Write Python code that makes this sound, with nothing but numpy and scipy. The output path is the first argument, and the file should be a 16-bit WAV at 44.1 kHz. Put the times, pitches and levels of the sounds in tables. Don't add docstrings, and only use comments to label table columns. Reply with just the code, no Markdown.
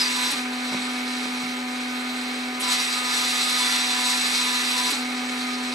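import sys
import numpy as np
from scipy.fft import rfft, irfft
from scipy.io import wavfile
from scipy.ndimage import uniform_filter1d

SR = 44100
rng = np.random.default_rng(int(sys.argv[2]) if len(sys.argv) > 2 else 0)


def generate_wav(signal):
    frames = np.transpose(np.atleast_2d(signal))
    scaled = np.clip(frames, -1, 1) * 32767
    pcm = np.round(scaled).astype(np.int16)
    wavfile.write(sys.argv[1], SR, pcm)


N = 253218
TIME = np.arange(N) / SR
FREQS = np.maximum(np.arange(N // 2 + 1) * SR / N, 1)
SIDES = np.array([[1], [-1]])
STEP_HZ = 249.25

# time in seconds, level of the rasp in dB, extra step rate in Hz, depth of the stall from 0 to 1.
TURNAROUNDS = [(0.316, -30, 38, 0.95), (2.611, -29.5, 9.7, 0.4), (4.914, -29, 30.6, 0.8)]


def rotor(wobble=0.0039, wander=0.015, kick_delay_s=0.013, kick_length_s=0.009,
          shudder=0.077, shudder_delay_s=0.034, shudder_length_s=0.019):
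    catch_up_hz = sum(hz * swell(s + kick_delay_s, kick_length_s) for s, _, hz, _ in TURNAROUNDS)
    unsettled = sum(depth * swell(s + shudder_delay_s, shudder_length_s) for s, _, _, depth in TURNAROUNDS)
    steady_steps = np.cumsum(STEP_HZ + catch_up_hz) / SR
    shakiness = wobble * drift(21) + wander * drift(1.3)
    return steady_steps + shakiness + shudder * unsettled * drift(50)


def looseness(rise, fall, delay):
    tight, loose, tight_again = [row[0] + delay for row in TURNAROUNDS]
    return 1 - ramp(tight, fall) + ramp(loose - rise / 2, rise) - ramp(tight_again, fall)


def travel():
    near, far = TURNAROUNDS[0][0], TURNAROUNDS[1][0]
    return 1 - np.abs((TIME - near) / (far - near) % 2 - 1)


def grip(stall_s=0.0082, rebound=0.34, rebound_delay_s=0.041, rebound_length_s=0.0085):
    share = 1
    for s, _, _, depth in TURNAROUNDS:
        dip = swell(s, stall_s) + rebound * swell(s + rebound_delay_s, rebound_length_s)
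        share = share * (1 - np.clip(depth * dip, 0, 1))
    return share


# multiple of the step rate, starting level in dB when whirring, the same when chattering,
# side minus mid level in dB. Trim, swell and flutter are added to the levels.
WEAK_ORDERS = [(2, -53.5, -52.5, 1), (3.5, -60, -58, 6), (6, -49.5, -59, 4), (7, -61, -46, 7.5),
               (8, -54, -41, 3.5), (9, -46, -46, 1), (11, -54, -43.5, 5.5), (12, -64, -62, 6),
               (13, -52.5, -48, 4), (14, -74, -40, -15), (14.5, -55, -47, -4), (15, -62, -43, -1),
               (16, -63, -41, 2), (19, -64, -41.5, -18), (23, -71, -46.5, -23), (32, -91, -44, -8)]


def motor(steps, loose, place, effort_db, trim_db=-1.9, flutter_db=2.5, shake=0.085, follow=0.3):
    out = hum(steps, place) + whines(steps, loose, place)
    swell_db = follow * (effort_db - 10 * loose)
    ringing_up = looseness(rise=0.091, fall=0.037, delay=0.022)
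    for order, tight_db, loose_db, side_db in WEAK_ORDERS:
        own_flutter_db = flutter_db * (drift(16) - 0.4)
        level_db = by_direction((tight_db, loose_db), ringing_up) + trim_db + swell_db
        level_db = level_db + flare(order) + own_flutter_db
        out = out + from_db(level_db) * tone(order * steps + shake * drift(33), side_db)
    return out * grip()


# level in dB when whirring, when chattering.
HUM_NEAR_DB = (-31.5, -35.5)
# dB when whirring, dB when chattering.
HUM_CHANGE_FAR_DB = (-1, -3)


def hum(steps, place, waver_db=0.46, loose_waver_db=0.56):
    loose = looseness(rise=0.33, fall=0.034, delay=0.046)
    level_db = by_direction(HUM_NEAR_DB, loose) + place * by_direction(HUM_CHANGE_FAR_DB, loose)
    level_db = level_db + (waver_db + loose_waver_db * loose) * drift(39)
    return from_db(level_db) * tone(steps, at_hz(MIC_WIDTH, STEP_HZ))


# multiple of the step rate, level in dB when whirring, level in dB when chattering, flutter in dB.
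STRONG_WHINES = [(3, -42.5, -46, 1.5), (4, -49, -47.5, 1.95), (5, -44.5, -44.5, 2.2)]


def whines(steps, loose, place, far_db=-2.5, shake=0.008):
    out = 0
    for order, tight_db, loose_db, flutter_db in STRONG_WHINES:
        level_db = by_direction((tight_db, loose_db), loose) + far_db * place
        level_db = level_db + flare(order) + flutter_db * drift(24)
        side_db = at_hz(MIC_WIDTH, order * STEP_HZ)
        out = out + from_db(level_db) * tone(order * steps + shake * drift(20), side_db)
    return out


# middle in seconds, multiple of the step rate, change in dB, length in seconds.
ORDER_FLARES = [(0.06, 3, -9, 0.07), (0.088, 4, 6, 0.026), (0.21, 4, 11.5, 0.072), (0.26, 16, 10, 0.016),
                (2.68, 4, 17.5, 0.055), (2.7, 5, 5, 0.08), (2.722, 3, 5.5, 0.12), (2.95, 14, -16, 0.057),
                (3.015, 5, 10, 0.084), (3.1, 4, 12.5, 0.035), (3.22, 4, 12, 0.024), (3.232, 5, 7, 0.029),
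                (3.352, 5, 9, 0.025), (3.29, 3, 6, 0.13), (3.445, 5, 6.5, 0.027), (3.583, 5, 9, 0.064),
                (3.52, 16, 6, 0.05), (3.65, 14, 5.5, 0.4), (3.62, 4, 17.5, 0.016), (3.732, 4, 7, 0.054),
                (3.95, 3, 7, 0.26), (3.99, 4, 12.5, 0.082), (4.103, 14, -13, 0.056), (4.128, 4, 10, 0.029),
                (4.403, 3, -12, 0.051), (4.427, 16, 10, 0.032), (4.42, 4, 12, 0.027), (4.53, 4, 10, 0.038),
                (4.52, 5, 3.5, 0.08), (4.777, 4, 14.5, 0.046), (4.834, 3, 4, 0.06), (4.87, 4, 15, 0.028),
                (5.517, 5, 5.5, 0.042)]


def flare(order):
    return sum(db * swell(s, length) for s, k, db, length in ORDER_FLARES if k == order)


# dB when whirring, dB when chattering, before any surges.
EFFORT_NEAR_DB = (0.47, 9.5)
# dB when whirring, dB when chattering.
EFFORT_CHANGE_FAR_DB = (-1.5, -1.5)
# middle in seconds, change in dB, length in seconds.
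RATTLE_SURGES = [(0.12, -1, 0.044), (0.27, 0.5, 0.015), (0.76, 2, 0.047), (1.005, 2.5, 0.25),
                 (1.637, -2.5, 0.057), (2.3, 2.1, 0.078), (2.729, 6, 0.026), (2.806, 3, 0.019),
                 (3.02, -3, 0.012), (3.172, 2.5, 0.064), (3.65, 3.5, 0.2), (3.736, 2.5, 0.018),
                 (3.876, -1.5, 0.022), (4.255, 2, 0.19), (5.42, 2, 0.43)]


def effort(loose, place):
    surges = sum(db * swell(s, length) for s, db, length in RATTLE_SURGES)
    return by_direction(EFFORT_NEAR_DB, loose) + place * by_direction(EFFORT_CHANGE_FAR_DB, loose) + surges


# frequency in Hz, relative level in dB.
WHIRR_COLOUR = [(600, -5), (1000, -5), (1300, 0), (2100, -2), (2800, -6.5), (4600, 0.5), (6000, -3.5),
                (7500, -9.5), (9000, -9.5), (9700, -13), (11000, -15), (12400, -39)]
# frequency in Hz, relative level in dB.
CHATTER_COLOUR = [(600, -11), (1100, -4), (1350, -2), (1600, -3), (2200, -5.5), (3000, -5.5), (3700, -1.5),
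                  (4700, 2.5), (5700, 0.6), (7000, -5), (8700, -5.5), (10300, -9.5), (11100, -19.5),
                  (11700, -17.5), (12600, -17)]
# frequency in Hz, width in Hz, lift in dB.
FRAME_MODES = [(789, 10, 9.5), (861, 5.7, 6.5), (2050, 6.9, 5), (2190, 170, 7.5), (2463, 205, 6.5),
               (3300, 140, 2.5), (3720, 110, 5), (3895, 54, 4), (4093, 190, 6.5), (4690, 86, 2.5),
               (5860, 77, 1.5), (7870, 290, 8.5), (10330, 115, 8), (11520, 300, 10.5)]


def rattle(steps, loose, effort_db, frame_db=-36.5, frame_follow=0.43, whirr_db=-38.5, chatter_db=-38,
           throb=0.08, flicker_db=0.87, split_hz=2950):
    modes = 1 + sum((from_db(db) - 1) * np.abs(resonance(hz, width)) ** 2 for hz, width, db in FRAME_MODES)
    modes = modes * ringing() / np.sqrt(1 + (600 / FREQS) ** 8)
    low_share = 1 / (1 + (FREQS / split_hz) ** 16)
    throbbing = 1 + throb * np.sin(2 * np.pi * steps / 6)
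    whirr = contacts(steps, per_s=6000, bunching=0.2, spread_db=3.5, wash=1) * throbbing
    chatter = contacts(steps, per_s=3500, bunching=0.27, spread_db=1, wash=1)
    directions = [(whirr, WHIRR_COLOUR, 1 - loose, whirr_db), (chatter, CHATTER_COLOUR, loose, chatter_db)]
    low, bright = 0, 0
    for force, spectrum, share, level_db in directions:
        colour = modes * from_db(at_hz(spectrum, FREQS))
        frame_gain = from_db(frame_db + frame_follow * effort_db)
        metal_gain = from_db(level_db + effort_db + flicker_db * drift(14))
        weight = np.sqrt(np.clip(share, 0, 1))
        low = low + weight * frame_gain * radiate(force, colour * np.sqrt(low_share))
        bright = bright + weight * metal_gain * radiate(force, colour * np.sqrt(1 - low_share))
    return low + patchy(bright, patchy_db=1.03, rate_hz=17)


def contacts(steps, per_s, bunching, spread_db, wash):
    chance = per_s / SR * (1 + bunching * np.cos(2 * np.pi * steps))
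    hits = rng.random(N) < chance
    strengths = rng.choice([-1, 1], N) * from_db(spread_db * rng.standard_normal(N))
    return rms_one(hits * strengths) + wash * rng.standard_normal(N)


def ringing(tail=0.53, t60_s=0.17):
    ring = rng.standard_normal(N) * from_db(-60 * np.minimum(TIME / t60_s, 4))
    return 1 + tail * rfft(ring / np.linalg.norm(ring))


def patchy(x, patchy_db, rate_hz):
    centres_hz = np.geomspace(3200, 12500, 7)
    spectrum = rfft(x)
    out = 0
    for band in np.eye(len(centres_hz)):
        band_sound = irfft(spectrum * np.interp(FREQS, centres_hz, band), N)
        out = out + from_db(patchy_db * drift(rate_hz)) * band_sound
    return out


def jolts(rasp_length_s=0.0083, thud_db=-17, thud_length_s=0.035):
    def envelope(length_s):
        return sum(from_db(db) * swell(s, length_s) for s, db, _, _ in TURNAROUNDS)
    rasp_colour = np.abs(resonance(8900, 3400)) ** 2 + np.abs(resonance(2600, 650))
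    rasp = radiate(rng.standard_normal(N), rasp_colour)
    thud = radiate(rng.standard_normal(N), resonance(360, 520) ** 2)
    return envelope(rasp_length_s) * rasp + from_db(thud_db) * envelope(thud_length_s) * thud


SQUEAK_S, SQUEAK_DB = 0.01, -26
SQUEAK_ATTACK_S, SQUEAK_HOLD_S, SQUEAK_RELEASE_S = 0.024, 0.04, 0.075
SQUEAK_START_HZ, SQUEAK_END_HZ, SQUEAK_SAG_S = 5200, 4750, 0.0292
SQUEAK_FADE_DB_PER_S = 55


def squeak(roughness=0.45):
    hz = SQUEAK_END_HZ + (SQUEAK_START_HZ - SQUEAK_END_HZ) * np.exp(-TIME / SQUEAK_SAG_S)
    attack = ramp(SQUEAK_S - SQUEAK_ATTACK_S, SQUEAK_ATTACK_S)
    release = ramp(SQUEAK_S + SQUEAK_HOLD_S, SQUEAK_RELEASE_S)
    level_db = SQUEAK_DB - SQUEAK_FADE_DB_PER_S * np.maximum(TIME - SQUEAK_S, 0)
    turns = np.cumsum(hz + 70 * drift(200)) / SR
    slips = from_db(3 * drift(90)) + roughness * drift(450)
    return (attack - release) * from_db(level_db) * slips * tone(turns, side_db=-12)


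# time in seconds, peak level in dB, frequency in Hz above which the soft contact fades.
SOFT_KNOCKS = [(0.713, -36, 100), (0.724, -24.5, 1500), (0.735, -31, 200), (0.744, -24, 450),
               (1.256, -27.5, 1097), (1.431, -33.5, 70), (1.449, -43, 70)]
# frequency in Hz, width in Hz, relative level in dB.
KNOCK_RESONANCES = [(198, 83, 6.5), (352, 185, 0), (504, 350, -2), (910, 430, -1)]


def knocks(tail=0.55, ring_s=0.26, bass_edge_hz=125):
    body = sum(from_db(db) * resonance(hz, width) ** 2 for hz, width, db in KNOCK_RESONANCES)
    body = body * ringing(tail=tail, t60_s=ring_s)
    body = body / (1 + bass_edge_hz / (1j * FREQS)) ** 4
    out = 0
    for s, db, soft_hz in SOFT_KNOCKS:
        delay = np.exp(-2j * np.pi * FREQS * s)
        thump = irfft(body * delay / (1 + 1j * FREQS / soft_hz) ** 2, N)
        out = out + from_db(db) * thump / np.abs(thump).max()
    return out


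# frequency in Hz, level in dB around which it wavers.
FAINT_TONES = [(124.6, -69.5), (290.8, -55), (398.8, -52), (436, -58.5), (561, -58), (798, -58)]


def undertones():
    out = 0
    for hz, db in FAINT_TONES:
        turns = hz * TIME + 0.089 * drift(1.4)
        out = out + from_db(db + 1.4 * drift(2.9)) * tone(turns, at_hz(MIC_WIDTH, hz))
    return out


# frequency in Hz, level in dB around which it wavers.
DRIVER_WHISTLE = (12000, -61.5)


def driver():
    hz, level_db = DRIVER_WHISTLE
    turns = hz * TIME + 0.18 * drift(30)
    return from_db(level_db + 2.5 * drift(16)) * tone(turns, at_hz(MIC_WIDTH, hz))


# frequency in Hz, relative level in dB.
ROOM_COLOUR = [(20, -16), (60, -12), (100, -11), (140, -6), (200, -3), (300, 0), (450, 8), (620, -2.5),
               (900, 0), (2000, -19)]


def workshop(level_db=-46.5):
    return from_db(level_db) * radiate(rng.standard_normal(N), from_db(at_hz(ROOM_COLOUR, FREQS)))


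# frequency in Hz, side minus mid level in dB.
MIC_WIDTH = [(60, -4), (110, 0.5), (230, -24.5), (400, -15), (500, -8), (750, -8.5), (1200, -4),
             (2200, -1.5), (3900, 1), (4700, -7), (5400, -28.5), (13000, -28.5)]


def radiate(force, colour):
    strength = np.sqrt(np.abs(uniform_filter1d(force ** 2, size=600)))
    mid = irfft(rfft(force) * colour, N)
    reflections = rfft(strength * rng.standard_normal(N))
    side = irfft(reflections * colour * from_db(at_hz(MIC_WIDTH, FREQS)), N)
    return (mid + SIDES * side) / np.std(mid)


def tone(turns, side_db):
    angle = 2 * np.pi * (turns + rng.random())
    return np.sqrt(2) * (np.sin(angle) - SIDES * from_db(side_db) * np.cos(angle))


def resonance(hz, width_hz):
    return 1 / (1 + 1j * (FREQS ** 2 - hz ** 2) / (FREQS * width_hz))


def drift(rate_hz):
    white = rfft(rng.standard_normal(16384))
    slow = rms_one(irfft(white / (1 + (FREQS[:len(white)] / rate_hz) ** 2)))
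    return np.interp(TIME, np.linspace(0, N / SR, len(slow)), slow)


def swell(s, length):
    return np.exp(-0.5 * ((TIME - s) / length) ** 2)


def ramp(s, length):
    return np.clip((TIME - s) / length, 0, 1)


def by_direction(pair, loose):
    return pair[0] + (pair[1] - pair[0]) * loose


def at_hz(points, hz):
    f, value = np.transpose(points)
    return np.interp(np.log(hz), np.log(f), value)


def from_db(db):
    return 10 ** (np.asarray(db) / 20)


def rms_one(x):
    return x / np.sqrt(np.mean(x ** 2) + 1e-20)


def scene():
    steps, place = rotor(), travel()
    loose = looseness(rise=0.019, fall=0.12, delay=0.003)
    effort_db = effort(loose, place)
    machine = motor(steps, loose, place, effort_db) + rattle(steps, loose, effort_db)
    accents = jolts() + squeak() + knocks()
    return machine + accents + undertones() + driver() + workshop()


# frequency in Hz, left minus right level in dB.
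MIC_LEAN = [(300, 0.36), (1000, 0.5), (2200, -2), (3500, -2), (4600, 0.5), (7000, 0.14)]


def record(dry, cutoff_hz=13450):
    lean = from_db(SIDES * at_hz(MIC_LEAN, FREQS) / 2)
    cut = 1 / np.sqrt(1 + (FREQS / cutoff_hz) ** 240)
    return irfft(rfft(dry) * lean * cut, N)


dry = scene()
out = record(dry)
generate_wav(out)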